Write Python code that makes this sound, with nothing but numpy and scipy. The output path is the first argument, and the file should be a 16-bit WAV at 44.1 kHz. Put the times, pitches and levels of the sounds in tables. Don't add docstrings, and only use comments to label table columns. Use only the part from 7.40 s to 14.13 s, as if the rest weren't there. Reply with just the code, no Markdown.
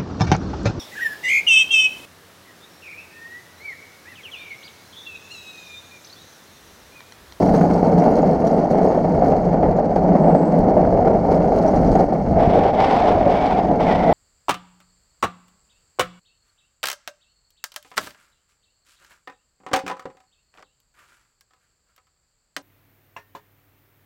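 import sys
import numpy as np
from scipy import signal
from scipy.fft import rfft, irfft, next_fast_len
from scipy.io import wavfile
from scipy.ndimage import uniform_filter1d, map_coordinates

SR = 44100
rng = np.random.default_rng(int(sys.argv[2]) if len(sys.argv) > 2 else 0)


def wav_out(sig):
    wavfile.write(sys.argv[1], SR, np.round(np.clip(np.atleast_2d(sig).T, -1, 1) * 32767).astype(np.int16))


N = 296784

# time in seconds, relative level in dB.
ROAR_LEVEL = [(0.0, -16), (0.8, -16.0), (1.0, -17.5), (1.54, -15.5), (1.76, -18.5), (1.92, -14), (2.0, -20),
              (2.26, -15), (2.48, -20), (2.88, -14), (3.1, -18.0), (3.44, -13.5), (3.5, -18), (3.7, -13.5),
              (3.82, -20), (3.9, -17), (4.6, -16), (4.83, -21.5), (4.93, -16.5), (5.0, -14), (5.94, -15),
              (6.0, -18), (6.72, -14.5)]
# start in seconds, length in seconds, boost in dB.
ROUGH_PATCHES = [(0.145, 0.025, 3), (0.608, 0.1, 2.5), (1.438, 0.047, 2.5), (2.823, 0.079, 1.86),
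                 (3.875, 0.045, 3.5), (4.15, .05, 2.5), (4.566, 0.054, 3), (4.954, .075, 3),
                 (5.128, .11, 3), (5.858, 0.035, 3.5), (6.294, 0.039, 4.5)]
# frequency in Hz, gain in dB.
ROAR_COLOUR = [(110, -18.5), (240, -2.5), (350, -5.5), (450, -1.5), (540, -3), (640, 0.5), (770, -2.5),
               (880, -10), (1050, -23.5), (1400, -30.5), (2200, -42), (2600, -51.5), (5000, -72),
               (9000, -105)]
RATTLE_COLOUR = [(500, -17), (1000, 8.5), (1250, 3), (1470, 4.5), (1630, -7), (1800, 0.5), (1950, -5),
                 (2200, -0.5), (2550, -20), (2740, -9), (2920, -24), (3110, -16.5), (3500, -24.5),
                 (6000, -42.5), (10000, -70)]
# pitch in Hz, width in Hz, gain in dB.
SHELL_MODES = [(158, 18, -4), (178, 20, 0), (222, 36, -9), (288, 50, -13)]
# time in seconds, level in dB.
BOOM_LEVEL = [(0, -15), (0.15, -16.5), (0.82, -17.5), (1.35, -20), (1.6, -24), (1.72, -19), (2.0, -27),
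              (2.12, -19.5), (2.55, -28), (2.72, -14.5), (3.08, -17.5), (3.2, -19), (3.85, -23),
              (3.94, -14.5), (4.05, -22), (4.6, -18), (4.7, -22.5), (5.2, -26.5), (5.62, -32),
              (5.72, -25.5), (6.0, -28.5), (6.2, -23.5), (6.72, -22)]
# frequency in Hz, gain in dB.
HIGH_BOOM_COLOUR = [(120, -6), (165, -2.5), (215, 2.5), (290, 2.5)]
# time in seconds, share from 0 to 1.
HIGH_BOOM_SHARE = [(0.6, 0.59), (1.7, .1), (3.1, 0.053), (3.5, 0.72), (4.5, .55), (5.0, 0.8)]

# start in seconds, length in seconds, relative level in dB.
SCRUB_PUSHES = [(4.965, 0.032, -37.5), (5.07, 0.23, -41.3), (5.35, 0.32, -36.5), (5.76, 0.1, -48),
                (5.86, 0.34, -41), (6.37, 0.66, -39.5), (6.46, 0.061, -39)]
LIGHT_DRAG = [(5.0, 1.1, -44.5)]
SQUEAL_BURSTS = [(5.93, .07, -42), (6.1, .08, -46), (6.43, .3, -37.5), (6.46, .045, -35)]
# frequency in Hz, gain in dB.
RASP_COLOUR = [(400, -20.5), (800, 21.5), (1100, 10.5), (1450, -2), (1700, -1), (2250, -1), (2500, -5),
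               (3600, -10.5), (4050, -15), (4600, -15.5), (5600, -19), (6900, -29), (8100, -27.5),
               (8800, -47), (9700, -37), (14000, -50)]
HISS_COLOUR = [(1500, -18.5), (3300, -2.5), (5500, -5.5), (8000, -16)]
# pitch in Hz, relative level in dB.
CHIRP_MODES = [(1480, -17.5), (1800, -21), (2220, -18.5)]
# time in seconds, pitch in Hz.
HOWL_NOTES = [(5.0, 680.5), (5.2, 750), (5.5, 780.7), (5.6, 713.4), (5.9, 703), (6.1, 729.5), (6.44, 726),
              (6.51, 689.4), (6.6, 725), (6.72, 677)]
SQUEAL_NOTES = [(6.0, 2270), (6.11, 2390), (6.17, 2170), (6.46, 2160), (6.51, 1950), (6.58, 1970),
                (6.63, 2080), (6.7, 1960), (6.73, 2000)]

# time in seconds, kick in dB, clack strength in dB.
TRACK_CRACKS = [(0.14, 3.5, -33), (0.209, 4.5, -31), (0.429, 6.5, -46), (0.634, -0.5, -44),
                (0.829, 6.5, -39), (1.252, 1.5, -43), (1.346, 4, -45), (1.503, 6, -44), (1.546, 4.5, -39),
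                (1.645, 7.5, -43), (1.821, 4.5, -38.5), (1.919, 6.5, -42), (2.228, 1.5, -33),
                (2.384, 2, -42), (2.56, 5, -34), (2.682, 2, -39.5), (2.947, 4.5, -42), (3.139, 5.5, -38),
                (3.367, 5, -45), (3.524, 6.5, -48), (3.668, 4, -48), (3.731, 2.5, -42), (4.333, 4, -37),
                (4.552, 5.5, -31.5), (4.723, 7.5, -43), (5.251, 6.5, -36), (5.288, 7, -39),
                (5.681, 3.5, -32), (5.81, 3.5, -34), (5.862, 2.5, -38), (6.693, 1, -37)]
# frequency in Hz, gain in dB.
KNOCK_COLOUR = [(130, -21), (300, -7.5), (620, 1), (790, 0.5), (1050, -24), (2500, -59.5), (6000, -95.5)]
CLACK_COLOUR = [(600, -12.5), (1100, 16), (1500, 14.5), (2250, 3.5), (2600, -4), (5000, -15.5), (9000, -40)]
THUMP_COLOUR = [(20, -8.5), (60, 4), (270, 0.5), (450, -11), (1500, -54), (6000, -110)]
# time in
# seconds, peak level in dB.
DULL_THUMPS = [(2.243, -14.5), (3.196, -9), (4.925, -13), (5.075, -2.5)]
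# time in seconds, level change in dB.
CREST_DIPS = [(0.4, -3), (0.99, -3.5), (1.284, -4), (2.2, -3), (2.33, -0.5), (3.81, 0), (4.665, -4),
              (5.1, -0.5), (5.323, -5.5), (6.58, -3)]

# time in seconds, relative level in dB.
SAND_LEVEL = [(0, -51), (0.17, -54), (0.3, -54.5), (0.78, -57), (1.0, -56.5), (1.9, -59), (2.48, -63),
              (2.8, -60.5), (3.8, -60.5), (4.3, -56.5), (4.6, -55), (4.76, -62), (4.92, -62)]
# start in seconds, length in seconds, boost in dB.
SAND_HEAPS = [(0.072, .008, 1), (0.145, 0.04, 3.5), (0.325, 0.017, 3.5), (0.374, .006, 4), (0.6, .025, 2.5),
              (0.685, .025, 2.5), (0.753, 0.013, 6), (1.062, .045, 4), (1.303, 0.012, 5.5),
              (1.413, 0.049, 2.5), (1.837, 0.054, 3.5), (2.555, .012, 5), (3.67, .008, 5), (3.9, 0.05, 4),
              (4.087, .008, 1), (4.16, 0.023, 5), (4.34, .015, 2), (4.609, 0.0072, 2), (4.883, .004, 7)]
# frequency in Hz, gain in dB.
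GRIT_COLOUR = [(1500, -17), (2500, -7.5), (3050, -2), (3600, -9), (4350, 5), (5300, 0), (6650, -2),
               (7200, -11.5), (8150, -9), (8750, -24.5), (11400, -32), (15000, -50.5)]
FIZZ_COLOUR = [(5000, -34.5), (8750, -4), (9400, -2), (11400, -2), (12500, -6), (13600, -7), (15000, -18.5)]
# pitch in Hz, seconds to fade by 60 dB, relative level in dB.
METAL_MODES = [(4450, .03, 0), (5150, .02, -2), (5800, .06, -4), (6600, .028, -1), (8170, .04, -7),
               (13400, .02, -14)]
# time in seconds, strength in dB, pitch in Hz.
GRAIN_PINGS = [(0.0233, -38, 5670), (0.0732, -38, 5790), (0.1585, -30, 6320), (0.2084, -38, 6440),
               (0.341, -35, 5560), (0.5985, -35, 5770), (0.7547, -39, 6160), (0.82, -37, 6750),
               (1.0705, -32, 5820), (1.2979, -41, 5810), (1.485, -38, 6640), (1.7973, -45, 6600),
               (2.3645, -43, 6800), (2.5461, -48, 6350), (4.0871, -46, 6200), (4.2782, -31, 5830),
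               (4.361, -36, 5850), (4.4727, -36, 5840), (4.554, -32, 6640)]

# time in seconds, relative level in dB.
WIND_LEVEL = [(0, -26.5), (1.15, -35.5), (1.7, -33), (2.6, -28.5), (3.1, -39.5), (3.25, -26.5), (4.0, -29),
              (5.45, -30.5), (6.0, -32), (6.72, -28.5)]
# start in seconds, length in seconds, relative level in dB.
WIND_GUSTS = [(0.05, 0.052, -27), (1.72, 0.05, -25), (1.85, 0.036, -22.5), (2.21, .08, -24),
              (2.43, .08, -30.5), (3.16, 0.095, -24.5), (4.3, 0.24, -25), (4.8, 0.21, -24.5),
              (5.0, 0.23, -29.5), (5.67, 0.19, -25.5)]
SIZZLE_BURSTS = [(2.72, .33, -62.5)]
# time in seconds, strength in dB.
DRY_TICK = [(3.1912, -22)]


def wheel_roar(load, jolt):
    slide_db, = curves([(4.7, 0), (4.86, -2.95)])
    hits = contacts(rate=2600, spread_db=1.5, smooth=0.68) * amp(1.33 * load + jolt)
    return amp(roar_level() + 0.5 + slide_db) * unit(coloured(hits, ROAR_COLOUR))


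def rattle(load, jolt):
    ticks = contacts(rate=500, spread_db=2.5, smooth=.4)
    ticks *= amp(1.8 * load + 1.4 * chatter(rate=90, fade_s=.04) + .45 * jolt)
    return amp(0.63 * roar_level() + 0.43 * sand_level() - 5.5) * unit(coloured(ticks, RATTLE_COLOUR))


def shell_boom(load):
    shell = resonate(contacts(rate=890, spread_db=1, smooth=0.68) * amp(load), SHELL_MODES)
    boom = unit(coloured(shell, [(90, -16), (150, 0.5), (300, 1), (700, -15), (2000, -49.5)]))
    boom_db, = curves(BOOM_LEVEL)
    high_share, = curves(HIGH_BOOM_SHARE)
    return amp(boom_db) * ((1 - high_share) * boom + high_share * coloured(boom, HIGH_BOOM_COLOUR))


def scrub(load, pressure):
    scrapes = contacts(rate=4300, spread_db=5, smooth=0.49) * amp(1.1 * load + 2.1 * wobble(110))
    rasp = unit(coloured(scrapes, RASP_COLOUR))
    full_push = amp(-38)
    hiss = amp(-42) * (pressure / full_push) ** 2 * unit(coloured(rasp, HISS_COLOUR))
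    chirps = 0
    for hz, db in CHIRP_MODES:
        tone = friction_tone(hz * (1 + 0.035 * wobble(16)), scatter_hz=99.2, flutter_db=2.5)
        chirps += amp(db) * tone * amp(1.3 * wobble(25))
    return amp(13) * pressure * (rasp + chirps) + hiss


def howl(pressure):
    hz, = curves(HOWL_NOTES)
    tone = friction_tone(hz * (1 + .012 * wobble(25)), scatter_hz=38, flutter_db=2.5)
    return amp(-5.5) * pressure ** 0.41 * tone


def squeal():
    squeal_hz, = curves(SQUEAL_NOTES)
    howl_hz, = curves(HOWL_NOTES)
    whine = friction_tone(squeal_hz, scatter_hz=75, flutter_db=3)
    octave = friction_tone(2 * howl_hz, scatter_hz=75, flutter_db=3)
    return (whine + amp(-6) * octave) * swells(SQUEAL_BURSTS, attack_s=0.04, release_db_per_s=403)


def knocks(clack_decay_s=0.018):
    s, kick_db, clack_db = np.transpose(TRACK_CRACKS)
    roar_db, = curves(ROAR_LEVEL)
    knock = coloured(impulses(s, 35.5 + kick_db) * amp(roar_db), KNOCK_COLOUR)
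    fade = np.exp(-np.arange(SR // 8) / SR / clack_decay_s)
    shake = signal.fftconvolve(impulses(s, clack_db), fade)[:N]
    return knock + coloured(shake * rng.standard_normal(N), CLACK_COLOUR)


def thumps():
    s, peak_db = np.transpose(DULL_THUMPS)
    push = coloured(impulses(s, peak_db), THUMP_COLOUR)
    return amp(peak_db.max()) * push / np.abs(push).max()


def grit(load, jolt):
    sand_db = sand_level()
    pressure = amp(1.3 * load + 2.3 * chatter(rate=60, fade_s=.035) + .4 * jolt)
    coarse = contacts(rate=2300, spread_db=2.5, smooth=0.49) * pressure
    fine = contacts(rate=1500, spread_db=-1, smooth=.5) * pressure * amp(1.8 * wobble(90))
    crackle = amp(sand_db + 4) * unit(coloured(coarse, GRIT_COLOUR))
    fizz = amp(1.575 * sand_db + 21) * unit(coloured(fine, FIZZ_COLOUR))
    return crackle + fizz


def metal_pings(ticks_per_s=16):
    s, strength_db, hz = np.transpose(GRAIN_PINGS)
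    pings = grain_hits(s, strength_db - 6.5, hz)
    sand_db = sand_level()
    for mode_hz, _, mode_db in METAL_MODES:
        at = rng.integers(0, N, int(ticks_per_s * N / SR))
        size, detune = rng.standard_normal((len(at), 2)).clip(-2, 2).T
        tick_db = sand_db[at] + 5.2 + mode_db + 2.5 * size
        pings += grain_hits(at / SR, tick_db, mode_hz * (1 + .015 * detune))
    return pings


def grain_hits(s, db, hz, attack_s=.0006, crack_decay_s=.004):
    mode_hz, mode_fade_s, _ = np.transpose(METAL_MODES)
    t = np.arange(SR // 12) / SR
    detune = rng.uniform(.005, .04, (len(s), 1))
    phase = 2 * np.pi * hz[:, None] * t
    fade_s = np.interp(hz, mode_hz, mode_fade_s)[:, None]
    envelope = amp(-60 * t / fade_s) * (1 - np.exp(-t / attack_s))
    rings = envelope * (np.sin(phase) + .5 * np.sin(phase * (1 - detune)))
    cracks = amp(1.5) * np.exp(-t / crack_decay_s) * rng.standard_normal(phase.shape)
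    at = (np.round(s * SR).astype(int)[:, None] + np.arange(len(t))).ravel()
    ring, crack = (np.bincount(at, (amp(db)[:, None] * part).ravel(), N)[:N] for part in (rings, cracks))
    return ring + coloured(crack, GRIT_COLOUR)


def wind():
    steady_db, = curves(WIND_LEVEL)
    colour = [(8, -20), (20, -2.5), (35, 5.5), (70, 3), (120, 3), (250, 0), (800, -70)]
    rumble = unit(coloured(rng.standard_normal(N), colour) * amp(0.55 * wobble(11)))
    gusts = swells(WIND_GUSTS, attack_s=0.057, release_db_per_s=202)
    return amp(1.93) * np.hypot(amp(steady_db), gusts) * rumble


def sizzle_and_tick():
    hiss = resonate(rng.standard_normal(N), [(7600, 280, 0.015), (8220, 240, 0.92)])
    sizzle = unit(resonate(hiss, [(7840, 720, 0)]) * amp(2 * wobble(30)))
    tick = coloured(impulses(*np.transpose(DRY_TICK)), [(1000, 6), (4000, 2), (15000, -4)])
    return swells(SIZZLE_BURSTS, attack_s=.15, release_db_per_s=90) * sizzle + tick


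def roar_level():
    return curves(ROAR_LEVEL)[0] + boosts(ROUGH_PATCHES, attack_s=0.01, release_db_per_s=502.5)


def sand_level():
    return curves(SAND_LEVEL)[0] + boosts(SAND_HEAPS, attack_s=0.002, release_db_per_s=700.5)


def chatter(rate, fade_s):
    landings = (rng.random(N) < rate / SR) * rng.uniform(0.23, 1, N)
    load = signal.fftconvolve(landings, amp(-60 * np.arange(SR // 8) / SR / fade_s))[:N]
    swing = unit(load - uniform_filter1d(load, size=SR // 12))
    return 2 * np.tanh(swing / 2)


def jolt_db(hang_s=.011, kick_s=.008):
    t = np.arange(-SR // 20, SR // 5) / SR
    shape = np.where(t < 0, -1.05 * np.exp(-np.abs(t) / hang_s), np.exp(-np.abs(t) / kick_s))
    db = np.zeros(N + SR)
    for s, kick_db, _ in TRACK_CRACKS:
        db[round(s * SR) - SR // 20:][:len(t)] += kick_db * shape
    return db[:N]


def crest_gain(half_length_s=0.025):
    t = np.arange(N) / SR
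    return amp(sum(db * np.exp(-((t - s) / half_length_s) ** 2) for s, db in CREST_DIPS))


def contacts(rate, spread_db, smooth):
    struck = rng.random(N) < rate / SR
    sizes = rng.choice([-1, 1], N) * amp(spread_db * rng.standard_normal(N).clip(-2, 2))
    return unit(unit(struck * sizes) + smooth * rng.standard_normal(N))


def friction_tone(hz, scatter_hz, flutter_db):
    phase = 2 * np.pi * np.cumsum(hz + scatter_hz * wobble(300)) / SR
    return unit(np.sin(phase) * amp(flutter_db * wobble(160)))


def swells(rows, attack_s, release_db_per_s):
    t = np.arange(N) / SR
    gains = []
    for s, length, db in rows:
        rise = np.sin(np.pi / 2 * np.clip((t - s) / attack_s, 0, 1)) ** 2
        gains.append(rise * amp(db - release_db_per_s * np.maximum(t - s - length, 0)))
    return np.linalg.norm(gains, axis=0)


def boosts(rows, attack_s, release_db_per_s):
    return sum(db * swells([(s, length, 0)], attack_s, release_db_per_s) for s, length, db in rows)


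def impulses(times, db):
    return np.bincount(np.round(times * SR).astype(int), amp(db), N)[:N]


def coloured(x, points):
    size = 2 * next_fast_len(N // 2 + SR // 4)
    hz, db = np.transpose(points)
    log_gain = np.log(amp(np.interp(np.log(np.fft.rfftfreq(size, 1 / SR) + 1), np.log(hz), db)))
    cepstrum = irfft(log_gain, size)
    cepstrum[1:size // 2] *= 2
    cepstrum[size // 2 + 1:] = 0
    return irfft(rfft(x, size) * np.exp(rfft(cepstrum)), size)[:N]


def resonate(x, modes):
    size = next_fast_len(N + SR // 2)
    f = np.fft.rfftfreq(size, 1 / SR)
    response = sum((-1) ** k * amp(db) * 1j * f * width / (hz * hz - f * f + 1j * f * width)
                   for k, (hz, width, db) in enumerate(modes))
    return irfft(rfft(x, size) * response, size)[:N]


def wobble(rate):
    return map_coordinates(rng.standard_normal(4096), [np.arange(N) * rate / SR], mode="wrap")


def curves(rows):
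    s, *columns = np.transpose(rows)
    return [np.interp(np.arange(N) / SR, s, column) for column in columns]


def amp(db):
    return 10 ** (np.asarray(db) / 20)


def unit(x):
    return x / np.sqrt(np.mean(x ** 2) + 1e-20)


def scene():
    load = chatter(rate=130, fade_s=0.054) + 0.32 * wobble(30)
    jolt = jolt_db()
    pressure = swells(SCRUB_PUSHES + LIGHT_DRAG, attack_s=0.054, release_db_per_s=94)
    rolling = wheel_roar(load, jolt) + rattle(load, jolt) + shell_boom(load)
    hits = grit(load, jolt) + metal_pings() + knocks()
    sliding = scrub(load, pressure) + howl(pressure) + squeal()
    return (crest_gain() * (rolling + hits + sliding) + thumps() + wind() + sizzle_and_tick())[None]


def record(dry):
    ceiling, top_hz = 1.2, 15100
    rounded = dry / (1 + np.abs(dry / ceiling) ** 8) ** (1 / 8)
    return signal.sosfiltfilt(signal.cheby1(12, .05, top_hz, fs=SR, output="sos"), rounded)


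dry = scene()
out = record(dry)
wav_out(out)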